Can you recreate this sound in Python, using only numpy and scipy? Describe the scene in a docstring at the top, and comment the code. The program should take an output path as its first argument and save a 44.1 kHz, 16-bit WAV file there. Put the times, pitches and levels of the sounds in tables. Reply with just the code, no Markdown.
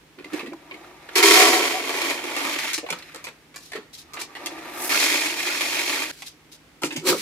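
"""Kibble poured into a plastic tub

Dry kibble slides along a stiff foil bag and pours into a tub, first onto the bare, ringing bottom.
The bag is shaken out and its creases crinkle. A second bag pours onto the heap, which damps the tub,
then that sound cuts off abruptly. The lid knocks onto the rim and is pressed home with a scrape
and a groan. All of it sounds in a small room with a faint hum."""
import sys
import numpy as np
from scipy import signal
from scipy.fft import rfft, irfft, next_fast_len
from scipy.io import wavfile
from scipy.ndimage import map_coordinates

SR = 44100
rng = np.random.default_rng(int(sys.argv[2]) if len(sys.argv) > 2 else 0)


def unload_audio(sound):
    """Save the sound as a 16-bit wav file, at the path given as the first command line argument."""
    columns = np.transpose(np.atleast_2d(sound))
    # keep every value between -1 and 1, then stretch to whole-number steps
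    steps = np.round(np.clip(columns, -1, 1) * 32767)
    wavfile.write(sys.argv[1], SR, steps.astype(np.int16))


N = 317961
SIZE = 16384  # samples in one impulse response
HZ = np.fft.rfftfreq(SIZE, 1 / SR)
TIME = np.arange(N) / SR

# The flow from each bag into the tub. Each row: time in seconds, level in dB.
FIRST_POUR = [(1.226, -16.5), (1.378, -14), (1.812, -31), (1.89, -29.5), (2.0, -28), (2.11, -27),
              (2.216, -36.5), (2.352, -32.5), (2.41, -31), (2.53, -28.5), (2.575, -32), (2.71, -30),
              (2.722, -35.5), (2.82, -52)]
SECOND_POUR = [(4.893, -26.5), (4.945, -22.5), (5.04, -21), (5.085, -24), (5.269, -26.5), (5.351, -32.5),
               (5.375, -29), (5.955, -27.5), (6.011, -31), (6.031, -28.5), (6.079, -36), (6.114, -32)]
# The tub filling up. Each row: time in seconds, share of the bottom still bare, boom trim in dB.
FILLING = [(1.27, 0.93, -1), (1.45, 0.65, 2), (2.45, 0.065, -2), (2.65, 0.13, -13.5), (4.9, 0.063, -7)]
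# The ring of the bare tub. Each row: frequency in Hz, width in Hz, relative level in dB.
TUB_MODES = [(268, 30, -16), (329, 20, 0), (406, 45, -8), (495, 25, -17), (684, 18, -15), (747, 16, -4.5),
             (935, 32, -5), (1120, 50, -10), (1195, 50, -8), (1328, 30, -12)]
# The heap's dull boom, the pellets' rattle and their bright tick.
# Each row: frequency in Hz, relative level in dB.
HEAP_TONE = [(120, -32), (165, -21.5), (210, -17.5), (270, 2), (340, 8), (430, -4.5), (560, -0.5), (780, 0),
             (950, 4.5), (1050, -9.5), (1190, 4.5), (1450, -26), (2000, -44)]
RATTLE_TONE = [(700, -37), (1300, -8.5), (1600, -3.5), (1950, 0.5), (2400, 7), (2850, -4), (3300, 1.5),
               (4200, -11), (5500, -42)]
TICK_TONE = [(2800, -15.5), (4300, -3.5), (5400, -4.5), (6200, -8), (6750, -4), (7400, -10), (12000, -11.5),
             (15000, -22.5), (17000, -12)]
# The bare bottom sings under the pellets.
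# Each row: time in seconds, level in dB, rise, hold and fall in seconds, pitch in Hz.
BOTTOM_NOTES = [(1.165, -25.5, 0.012, 0.038, 0.023, 382.3), (1.24, -24, 0.017, 0.041, .05, 399.5),
                (1.385, -23.5, 0.043, 0.065, 0.05, 747), (1.53, -23, 0.04, 0.032, 0.044, 745.5),
                (1.75, -30, .03, 0.022, .04, 747)]


def pouring():
    """Pellets click on one another and drum on the tub, whose ring dies as the heap covers the bottom."""
    clump_s, cutoff_s = 1.155, 6.114
    # one clump falls ahead of the stream, its front hitting the empty tub all at once
    clump = swell(clump_s, db=-16.5, rise=0, hold=.027, fall=.08)
    clump += swell(clump_s, db=-22, rise=0, hold=0, fall=.0041)
    pours = [envelope(FIRST_POUR) + clump, envelope(SECOND_POUR)]
    flow = sum(pours)
    times, share, boom_db = np.transpose(FILLING)
    bare = np.interp(TIME, times, share)
    boom = flow * amp(np.interp(TIME, times, boom_db))
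    tick = sum(pour * (pour / pour.max()) ** .23 for pour in pours)  # a fuller stream is brighter
    voices = [(amp(-2) * boom * np.sqrt(bare), ring(TUB_MODES)),
              (amp(-.5) * boom * np.sqrt(1 - bare), colour(HEAP_TONE)),
              (amp(-4) * tick, colour(TICK_TONE))]
    for pour, pitch in zip(pours, (.97, 1.01)):  # the first pour rattles a little lower
        voices.append((amp(-.5) * pour, colour([(hz * pitch, db) for hz, db in RATTLE_TONE])))
    rush = stream(voices, rate=1400, spread_db=4, clump_db=1, spots=5)
    # a fine, even hiss on top of the pour
    rush += stream([(amp(-2) * tick, colour(TICK_TONE))], rate=6000, spread_db=2.5, clump_db=-.9)
    # single pellets stand out more as the bottom is covered
    lift = amp(5) * (1 - .7 * bare)
    singles = pellets(lift * amp(-.5) * flow, rate=120, spread_db=4.5, hz=2350, scatter=.24, cycles=20)
    singles += pellets(lift * tick, rate=90, spread_db=4, hz=6000, scatter=.4, cycles=16)
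    notes = singing(BOTTOM_NOTES, waver=.02, flutter_db=2)
    return (rush + singles + notes) * (TIME < cutoff_s)


def pellets(gain, rate, spread_db, hz, scatter, cycles):
    """Single pellets tick, each at its own pitch around hz, dying by 60 dB over so many cycles."""
    age = np.arange(SR // 80) / SR
    when, strength = rng.random((2, int(rate * N / SR)))
    starts = (when * (N - len(age))).astype(int)
    pitches = np.clip(hz * np.exp(scatter * rng.standard_normal(len(starts))), 900, 12000)
    turns = np.outer(pitches, age)
    peaks = gain[starts] * amp(spread_db * strength)
    ticks = peaks[:, None] * np.sin(2 * np.pi * turns) * amp(-60 * turns / cycles)
    positions = starts[:, None] + np.arange(len(age))
    shower = np.bincount(positions.ravel(), ticks.ravel(), N)
    low_cut = colour([(900, 0), (12000, .0079)])  # the ticks fall away below about 900 Hz
    return through(shower, through(room(), low_cut))


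def singing(notes, waver, flutter_db):
    """Small shocks keep a plastic panel ringing: each note wavers in pitch and flutters in level."""
    out = np.zeros(N)
    for *shape, hz in notes:
        turns = np.cumsum(hz * (1 + waver * wobble(170))) / SR
        flutter = amp(flutter_db * wobble(80))
        out += swell(*shape) * flutter * np.sqrt(2) * np.sin(2 * np.pi * turns)
    return out


# Hard landings within the pours. Each row: start in seconds, relative level in dB.
CLATTERS = [(1.9047, -27), (1.974, -23), (2.0177, -14.5), (2.0997, -17), (2.496, -19), (4.8938, -22.5),
            (5.024, -20), (5.1422, -13.5), (5.4291, -24), (5.6093, -15), (5.6605, -22), (5.7928, -16),
            (5.8958, -15), (6.0204, -20)]


def clattering():
    """Tight clumps of pellets land with a clack that stands out of the stream."""
    out = np.zeros((2, N))
    voices = [(17.5, colour(RATTLE_TONE)), (12, colour(TICK_TONE)), (10, colour(HEAP_TONE))]
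    for start, db in CLATTERS:
        bounces = burst(t60=.035, rate=900, spread_db=4, snap=1.3)
        add(out, start, amp(db) * struck(bounces, room(near_db=-2), voices))
    return out


# Bags rustle as they are tilted or put down.
# Each row: time in seconds, level in dB, rise, hold and fall in seconds, rumble trim in dB.
BAG_MOVES = [(0.358, -36.5, 0.093, 0.02, 0.12, -5), (0.81, -49, 0.57, 0.053, 0.43, 0),
             (1.144, -41, 0.15, 0.023, .05, -5), (2.86, -44.5, 0.057, 0.31, 0.24, -11.5),
             (4.176, -43, 0.029, 0.041, 0.028, -6.5), (4.404, -47, 0.058, 0.1, 0.22, 2.5),
             (4.828, -34, 0.58, 0.099, 0.049, -3)]
# The rustle of a bag and the hiss at its lip. Each row: frequency in Hz, relative level in dB.
RUSTLE_TONE = [(700, -17), (1300, -4), (1800, 2.5), (2350, 4), (2900, -5), (4000, -10.5), (5500, -56)]
SPILL_TONE = [(2000, -30), (4300, 1), (7000, 3), (12000, 5), (16000, -3)]


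def rustling():
    """A bag rustles as it is put down or as pellets slide in it; they hiss over the second bag's lip."""
    rustle, rumble = np.zeros((2, N))
    for *shape, rumble_db in BAG_MOVES:
        move = swell(*shape)
        rustle += move
        rumble += amp(rumble_db) * move
    lead_s = .065  # the spill is heard before the pellets land
    spill = swell(SECOND_POUR[0][0] - lead_s, db=-31, rise=.1, hold=lead_s, fall=.1)
    voices = [(amp(-3.5) * rustle, colour(RUSTLE_TONE)), (amp(1.5) * rumble, colour(HEAP_TONE)),
              (amp(-9.5) * rustle, colour(TICK_TONE)), (spill, colour(SPILL_TONE))]
    singles = pellets(amp(1) * rustle, rate=90, spread_db=8, hz=2000, scatter=.45, cycles=17)
    return stream(voices, rate=2300, spread_db=3.5, clump_db=.4) + singles


# Shaking out the nearly empty bag.
# Each row: start in seconds, rattle energy in dB, thud in dB over the rattle, 60 dB decay in seconds.
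SHAKES = [(2.24, -5, 4, 0.23), (2.365, 3.5, -0.5, 0.41), (2.445, -2.5, 2, 0.22), (2.47, -5.5, 2.5, 0.044),
          (2.558, -7.5, 3, .04), (2.588, 1.5, -6.5, 0.13), (2.637, -3, -1, 0.09), (2.679, -8, -8, 0.13)]


def shaking():
    """Each shake throws the last pellets against the wall of the bag in a short, hollow rattle."""
    out = np.zeros((2, N))
    rattle, tick, thud = colour(RUSTLE_TONE), colour(TICK_TONE), colour(HEAP_TONE)
    for start, db, thud_db, t60 in SHAKES:
        tumble = burst(t60, rate=900, spread_db=4, snap=.5)
        voices = [(db, rattle), (db - 3, tick), (db + thud_db, thud)]
        add(out, start, struck(tumble, room(near_db=2.5), voices))
    return out


# Creases snapping in the foil.
# Each row: start in seconds, relative level in dB, fizz trim in dB, 60 dB decay in seconds, pitch in Hz.
CRINKLES = [(.187, -36, -17, 0.21, 1835), (0.2441, -34, -10.5, 0.09, 2050), (.334, -28.5, -6.5, 0.26, 1740),
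            (0.394, -27, -13, 0.09, 2160), (0.462, -32, -14, .1, 1940), (0.7108, -30.5, -31, 0.069, 2240),
            (.742, -36, -15, 0.056, 2220), (1.089, -33, -17.5, 0.03, 1680),
            (2.7329, -19, -2.5, 0.047, 3700), (2.7413, -19, 2, 0.16, 3850),
            (2.779, -24.5, -2.5, 0.072, 1810), (2.864, -30, -28, 0.036, 1060),
            (2.8882, -27, -15, .08, 1290), (2.9035, -22.5, -1.5, 0.056, 2120),
            (2.9258, -20, -11, 0.043, 1270), (2.955, -43, -16, 0.028, 2010), (2.987, -37, -4.5, .02, 3800),
            (3.024, -34, -16, 0.037, 4150), (3.1463, -32, -2, 0.11, 1390), (3.242, -31, .5, 0.094, 2360),
            (3.269, -28.5, -10, 0.059, 1890), (3.286, -35.5, -7, 0.018, 1720),
            (3.543, -40.5, -6, 0.07, 1730), (3.5603, -34.5, 3.5, 0.12, 1720), (3.7189, -31, -7, .1, 1790),
            (3.734, -25, -12, 0.26, 1900), (3.759, -31, -11, 0.13, 1400), (4.135, -30.5, -1.5, 0.16, 1230),
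            (4.171, -27.5, -28, 0.15, 1860), (4.215, -29.5, 3, 0.061, 2340),
            (4.3519, -27.5, -13, 0.13, 1900), (4.4602, -21, -2, 0.048, 3320)]
# A panel's thump, a crease's crack and the fizz on top. Each row: frequency in Hz, relative level in dB.
THUMP_TONE = [(90, -16), (170, -1.5), (420, 20), (700, 13.5), (1150, 20.5), (1800, -84)]
CREASE_TONE = [(600, -23), (1300, 4.5), (2300, 17), (3500, 11.5), (4500, 8), (6500, -28.5)]
FIZZ_TONE = [(2800, -21), (4500, 5), (7000, 5), (10000, -1), (13000, -3), (16000, -18)]


def crinkling():
    """A crease buckles: the panel thumps, rings briefly, and small folds crackle after it."""
    out = np.zeros((2, N))
    panel, crease, fizz = colour(THUMP_TONE), colour(CREASE_TONE), colour(FIZZ_TONE)
    width_hz = 130  # foil is well damped
    for start, db, fizz_db, t60, hz in CRINKLES:
        fold_pitches = hz * 2 ** rng.uniform(-.57, .72, 3)
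        folds = ring([(hz, width_hz, 0)] + [(pitch, width_hz, -5) for pitch in fold_pitches])
        panel_db = 16 - 22 * max(0, np.log2(hz / 2400))  # smaller, higher creases move the panel less
        voices = [(18, crease), (18.5, folds), (panel_db, panel), (fizz_db + 21.5, fizz)]
        # short, bright creases start with a snap, long or dull ones crumple
        snap = np.interp(fizz_db, [-20, -3], [.7, .8]) * np.interp(t60, [.045, .1], [1.25, .85])
        crackle = burst(t60, rate=750, spread_db=4, snap=snap, rise=.0025)
        path = room(near_db=-1, near_t60=.035, tail_db=-5)
        add(out, start, amp(db) * struck(crackle, path, voices))
    return out


# The lid knocking. Each row: start in seconds, relative level in dB, body trim in dB,
# click trim in dB, strength of the first snap against the chatter.
LID_KNOCKS = [(6.2218, -30, -34, -19.5, 1.1), (6.819, -34.5, 6, -10.5, 0.32), (6.8345, -17.5, -8, -22, 1.6),
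              (6.8455, -27.5, -5.5, -10, 0.5), (6.9071, -24, -27, -30, 0.41), (6.9207, -31, -20, -15.5, .1),
              (6.9618, -23, -36, -16, 0.35)]
# The ring of the lid on the rim. Each row: frequency in Hz, width in Hz, relative level in dB.
LID_MODES = [(170, 50, -11), (315, 45, -2), (410, 60, -6), (520, 60, -8), (960, 45, -11), (1230, 130, -9),
             (1370, 150, -9)]
# A rub as the lid is picked up, then two pushes over the rim.
# Each row: time in seconds, level in dB, rise, hold and fall in seconds.
LID_SCRAPES = [(6.12, -48.5, 0.0054, .08, .05), (7.07, -17.5, 0.018, 0.026, 0.049),
               (7.2, -30.5, 0.14, .02, .05)]
# Lid and tub groan under the push.
# Each row: time in seconds, level in dB, rise, hold and fall in seconds, pitch in Hz.
LID_GROANS = [(7.058, -24.5, 0.039, .018, 0.0077, 367), (7.093, -25.5, 0.011, 0.042, 0.037, 331),
              (7.12, -27.5, .03, 0.02, 0.038, 507)]
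# The clack and scrape of plastic. Each row: frequency in Hz, relative level in dB.
CLACK_TONE = [(350, -12), (900, 6.5), (1400, -0.5), (2300, 11.5), (3400, 8), (4500, -6), (7000, -35)]
SCRAPE_TONE = [(700, -41), (1400, -2), (2300, 5), (3000, 1.5), (4300, 5), (7000, -1), (11000, -2),
               (16000, -10)]


def lid():
    """The lid knocks and chatters on the rim, then scrapes, judders and groans down over it."""
    out = np.zeros((2, N))
    clack, click = colour(CLACK_TONE), colour(FIZZ_TONE)
    body = normed(ring(LID_MODES) + amp(-10) * colour(THUMP_TONE))  # the broad panel adds a thud
    for start, db, body_db, click_db, snap in LID_KNOCKS:
        chatter = burst(t60=.13, rate=1800, spread_db=.5, snap=snap, rise=.0033)
        voices = [(21, clack), (click_db + 36, click), (body_db + 26, body)]
        path = room(near_db=-1, near_t60=.03, tail_db=-9)
        add(out, start, amp(db) * struck(chatter, path, voices))
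    scrape = sum(swell(*row) for row in LID_SCRAPES)
    first_push_s = LID_SCRAPES[1][0]
    judder = swell(first_push_s, db=-23.5, rise=.035, hold=.061, fall=.038)
    out += singing(LID_GROANS, waver=.07, flutter_db=2)
    voices = [(scrape, colour(SCRAPE_TONE)), (judder, body)]
    return out + stream(voices, rate=3300, spread_db=2.5, clump_db=1.5)


# Dull bumps of bag, hands and lid.
# Each row: start in seconds, relative level in dB, pitch in Hz, length in seconds.
BUMPS = [(0.176, -31, 347, 0.042), (0.246, -32.5, 315, 0.04), (0.32, -16.5, 335, 0.042),
         (0.419, -25.5, 310, 0.037), (0.463, -26, 305, 0.029), (0.507, -26, 338, 0.037),
         (0.531, -33, 970, 0.0089), (0.713, -32, 323, 0.047), (2.772, -29.5, 338, 0.027),
         (2.826, -31.5, 503, 0.015), (2.836, -26.5, 620, 0.013), (2.905, -33.5, 183, 0.042),
         (3.137, -34.5, 510, 0.033), (3.744, -24.5, 417, 0.054), (3.755, -38, 190, 0.041),
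         (6.826, -34, 143, 0.016), (6.837, -16, 297, 0.0073), (6.914, -26.5, 323, 0.017),
         (6.95, -23, 285, 0.022), (6.964, -25, 160, 0.018)]


def bumping():
    """A soft contact is a short tumble of small shocks: a hollow thud with a little rattle on it."""
    out = np.zeros((2, N))
    rattle = colour(RUSTLE_TONE)
    soft = colour([(100, -13.5), (300, 2), (700, -11), (1600, -18.5)])
    age = np.arange(SIZE) / SR
    for start, db, hz, length in BUMPS:
        shape = np.interp(age / length, [0, .3, .7, 1], [.2, 1, .8, 0])
        shocks = shape * (impacts(rate=1500, spread_db=3, size=SIZE) + 1e-9)
        hollow = through(soft, ring([(hz, .15 * hz, 0)]))
        add(out, start, amp(db) * struck(shocks, room(tail_db=-14.5), [(21.3, hollow), (4.5, rattle)]))
    return out


# Fingers brushing foil and plastic. Each row: start in seconds, length in seconds, relative level in dB.
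BRUSHES = [(3.595, 0.17, -49.5), (3.927, 0.061, -42.5), (3.974, 0.066, -44.5), (4.187, 0.078, -36.5),
           (6.171, 0.18, -48.5), (6.259, 0.037, -39.5), (6.512, 0.063, -46.5)]
# Their swish. Each row: frequency in Hz, relative level in dB.
BRUSH_TONE = [(500, -33), (2300, -4.5), (3500, 2.5), (5000, 3), (8000, -4), (12000, -6), (16000, -18)]


def brushing():
    """A finger skids over a smooth surface in a short, crackly swish."""
    gain = np.zeros(N)
    for start, length, db in BRUSHES:
        gain += amp(db) * np.interp((TIME - start) / length, [0, .2, 1], [0, 1.4, 0])
    return stream([(gain, colour(BRUSH_TONE))], rate=2200, spread_db=3.5, clump_db=1)


# Dragging fingers. Each row: time in seconds, level in dB, rise, hold and fall in seconds.
RUBS = [(4.153, -42.5, .07, 0.048, 0.042), (4.285, -50, .02, 0.025, 0.037)]


def rubbing():
    """Fingers stick and slip on a stiff surface in a faint, pitched creak."""
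    gain = sum(swell(*row) for row in RUBS)
    creak = ring([(1190, 90, 0)])
    return stream([(gain, creak)], rate=900, spread_db=3, clump_db=1.5, spots=1)


# Room tone. Each row: frequency in Hz, relative level in dB.
AIR_TONE = [(25, -48), (49, -21.5), (82, -18), (185, -22.5), (309, -12), (335, -17.5), (659, -25),
            (1560, -26), (2050, -24), (8590, -37.5), (11000, -39.5), (16000, -43)]
# The hum. Each row: frequency in Hz, rms level in dB.
HUM = [(54, -73), (155, -65.5)]


def background():
    """Still room air and the hum of an appliance."""
    air = through(diffuse(next_fast_len(N + SIZE)), colour(AIR_TONE))[:, SIZE:SIZE + N]
    hum = sum(amp(db) * np.sqrt(2) * np.sin(2 * np.pi * (hz * TIME + rng.random())) for hz, db in HUM)
    return amp(-54.5) * air + hum


# The small room's tail. Each row: frequency in Hz, 60 dB decay in seconds.
ROOM_DECAY = [(200, 0.37), (2000, 0.15), (6000, 0.21), (15000, 0.026)]


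def room(near_db=1, near_t60=.04, tail_db=-6):
    """The path from one spot to the microphones: direct sound, nearby surfaces, then the room."""
    age = np.arange(SIZE) / SR
    hz, times, spectrum = signal.stft(diffuse(SIZE), SR, nperseg=256)
    decay = amp(-60 * times / along(ROOM_DECAY, hz)[:, None])
    tail = signal.istft(spectrum * decay, SR, nperseg=256)[1][:, :SIZE]
    near = diffuse(SIZE) * amp(-60 * age / near_t60)
    late = age > .0005
    path = amp(near_db) * normed(near * late) + amp(tail_db) * normed(tail * late)
    # the direct sound tends to reach the left microphone a few samples early
    path[[0, 1], [rng.integers(0, 3), rng.integers(2, 9)]] += 1
    return normed(path)


# The room's stereo width. Each row: frequency in Hz, correlation of left and right.
LIKENESS = [(60, 0.65), (300, 0.98), (600, 0.57), (1200, 0.49), (2500, 0.027), (5000, 0.022)]


def diffuse(size):
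    """Stereo noise, alike in the bass and unrelated in the treble."""
    likeness = along(LIKENESS, np.fft.rfftfreq(size, 1 / SR))
    angle = np.arccos(likeness) / 2
    noise = rfft(rng.standard_normal((2, size)))
    mid, side = irfft(noise * [np.cos(angle), np.sin(angle)], size)
    return np.array([mid + side, mid - side])


def stream(voices, rate, spread_db, clump_db, spots=3):
    """Clumps of contacts at a few spots; each contact sounds every (gain curve, response) voice."""
    out = np.zeros((2, N))
    knots = rng.standard_normal(N // 400 + 4)
    clumps = amp(clump_db * map_coordinates(knots, [np.arange(N) / 400]))
    for _ in range(spots):
        hits = clumps * impacts(rate / spots, spread_db, N)
        contacts = sum(through(hits * gain, body) for gain, body in voices)
        out += through(contacts, room())
    return out / np.sqrt(spots)


def burst(t60, rate, spread_db, snap, rise=.0011):
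    """One snap, then a flurry of smaller ones that builds for rise seconds and dies."""
    age = np.arange(SIZE) / SR
    shape = amp(-60 * age / t60) * np.minimum(1, age / rise)
    flurry = normed(impacts(rate, spread_db, SIZE) * shape + 1e-12)
    flurry[0] += snap
    return normed(flurry)


def impacts(rate, spread_db, size):
    """Random contacts of uneven strength, rate a second, with rms 1."""
    hits = (rng.random(size) < rate / SR) * rng.choice([-1, 1], size)
    hits = hits * amp(spread_db * np.minimum(rng.standard_normal(size), 2.7))
    return hits / np.sqrt(np.mean(hits ** 2) + 1e-12)


def struck(force, path, voices):
    """One blow heard along a path, through each (dB of energy, response) voice."""
    heard = through(force, path)
    return sum(amp(db) * normed(through(heard, body)) for db, body in voices)


def ring(modes):
    """The ring of a body with (Hz, width in Hz, dB) resonances; it radiates little below the first."""
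    response = sum((-1) ** k * amp(db) * 1j * HZ * width / (hz * hz - HZ ** 2 + 1j * HZ * width)
                   for k, (hz, width, db) in enumerate(modes))
    low_cut = (1j * HZ / (1j * HZ + modes[0][0] / 2)) ** 2
    return normed(irfft(response * low_cut))


def colour(points):
    """A minimum-phase click with this (Hz, dB) spectrum, falling away below its first point."""
    gain = amp(along(points, HZ)) * np.minimum(1, HZ / points[0][0]) ** 2
    cepstrum = irfft(np.log(gain + 1e-6))
    cepstrum[1:SIZE // 2] *= 2
    cepstrum[SIZE // 2 + 1:] = 0
    return normed(irfft(np.exp(rfft(cepstrum))))


def swell(time, db, rise, hold, fall):
    """A gain that is full from time for hold seconds; rise and fall are the seconds for 20 dB."""
    early, late = np.maximum(time - TIME, 0), np.maximum(TIME - time - hold, 0)
    return amp(db - 20 * (early / max(rise, .001) + late / max(fall, .001)))


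def envelope(points):
    """A gain curve through (seconds, dB) points, silent outside them."""
    times, db = np.transpose(points)
    return amp(np.interp(TIME, times, db)) * (TIME >= times[0]) * (TIME <= times[-1])


def wobble(rate):
    """A smooth random curve, rate knots a second."""
    return map_coordinates(rng.standard_normal(int(N * rate / SR) + 4), [TIME * rate])


def amp(db):
    """Decibels to gain."""
    return 10 ** (np.asarray(db) / 20)


def along(points, hz):
    """(Hz, value) points read on a log axis."""
    freqs, values = np.transpose(points)
    return np.interp(np.log(hz + 1), np.log(freqs), values)


def normed(response):
    """The response scaled to a mean energy of 1 per channel."""
    return response / np.sqrt(np.mean(np.sum(response ** 2, axis=-1)))


def through(x, response):
    """x sent through a response, at its own length."""
    return signal.oaconvolve(np.atleast_2d(x), np.atleast_2d(response), axes=1)[:, :x.shape[-1]]


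def add(out, start, x):
    """Mix a stereo sound in at start seconds."""
    part = out[:, round(start * SR):][:, :x.shape[-1]]
    part += x[:, :part.shape[-1]]


def scene():
    """Everything as it reaches the two microphones."""
    kibble = pouring() + clattering() + shaking()
    handling = rustling() + crinkling() + bumping() + brushing() + rubbing()
    return kibble + handling + lid() + background()


# The tone of the two microphone ports. Each row: frequency in Hz, left over right in dB.
PORT_BALANCE = [(60, 0), (200, -3.5), (380, -0.5), (700, 2), (1300, -1.5), (2400, -3), (4400, 1),
                (8000, 1.5), (15000, -3)]


def record(dry):
    """The two ports colour the sound differently, the highest peaks are rounded and the top is cut."""
    ceiling, top_hz = .98, 15500
    size = next_fast_len(N + SIZE)
    hz = np.fft.rfftfreq(size, 1 / SR)
    balance = amp(np.outer([.5, -.5], along(PORT_BALANCE, hz)))
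    ported = irfft(rfft(dry, size) * balance, size)
    rounded = ported / (1 + np.abs(ported / ceiling) ** 16) ** (1 / 16)
    lowpass = 1 / np.sqrt(1 + (hz / top_hz) ** 160)
    return irfft(rfft(rounded) * lowpass, size)[:, :N]


dry = scene()
out = record(dry)
unload_audio(out)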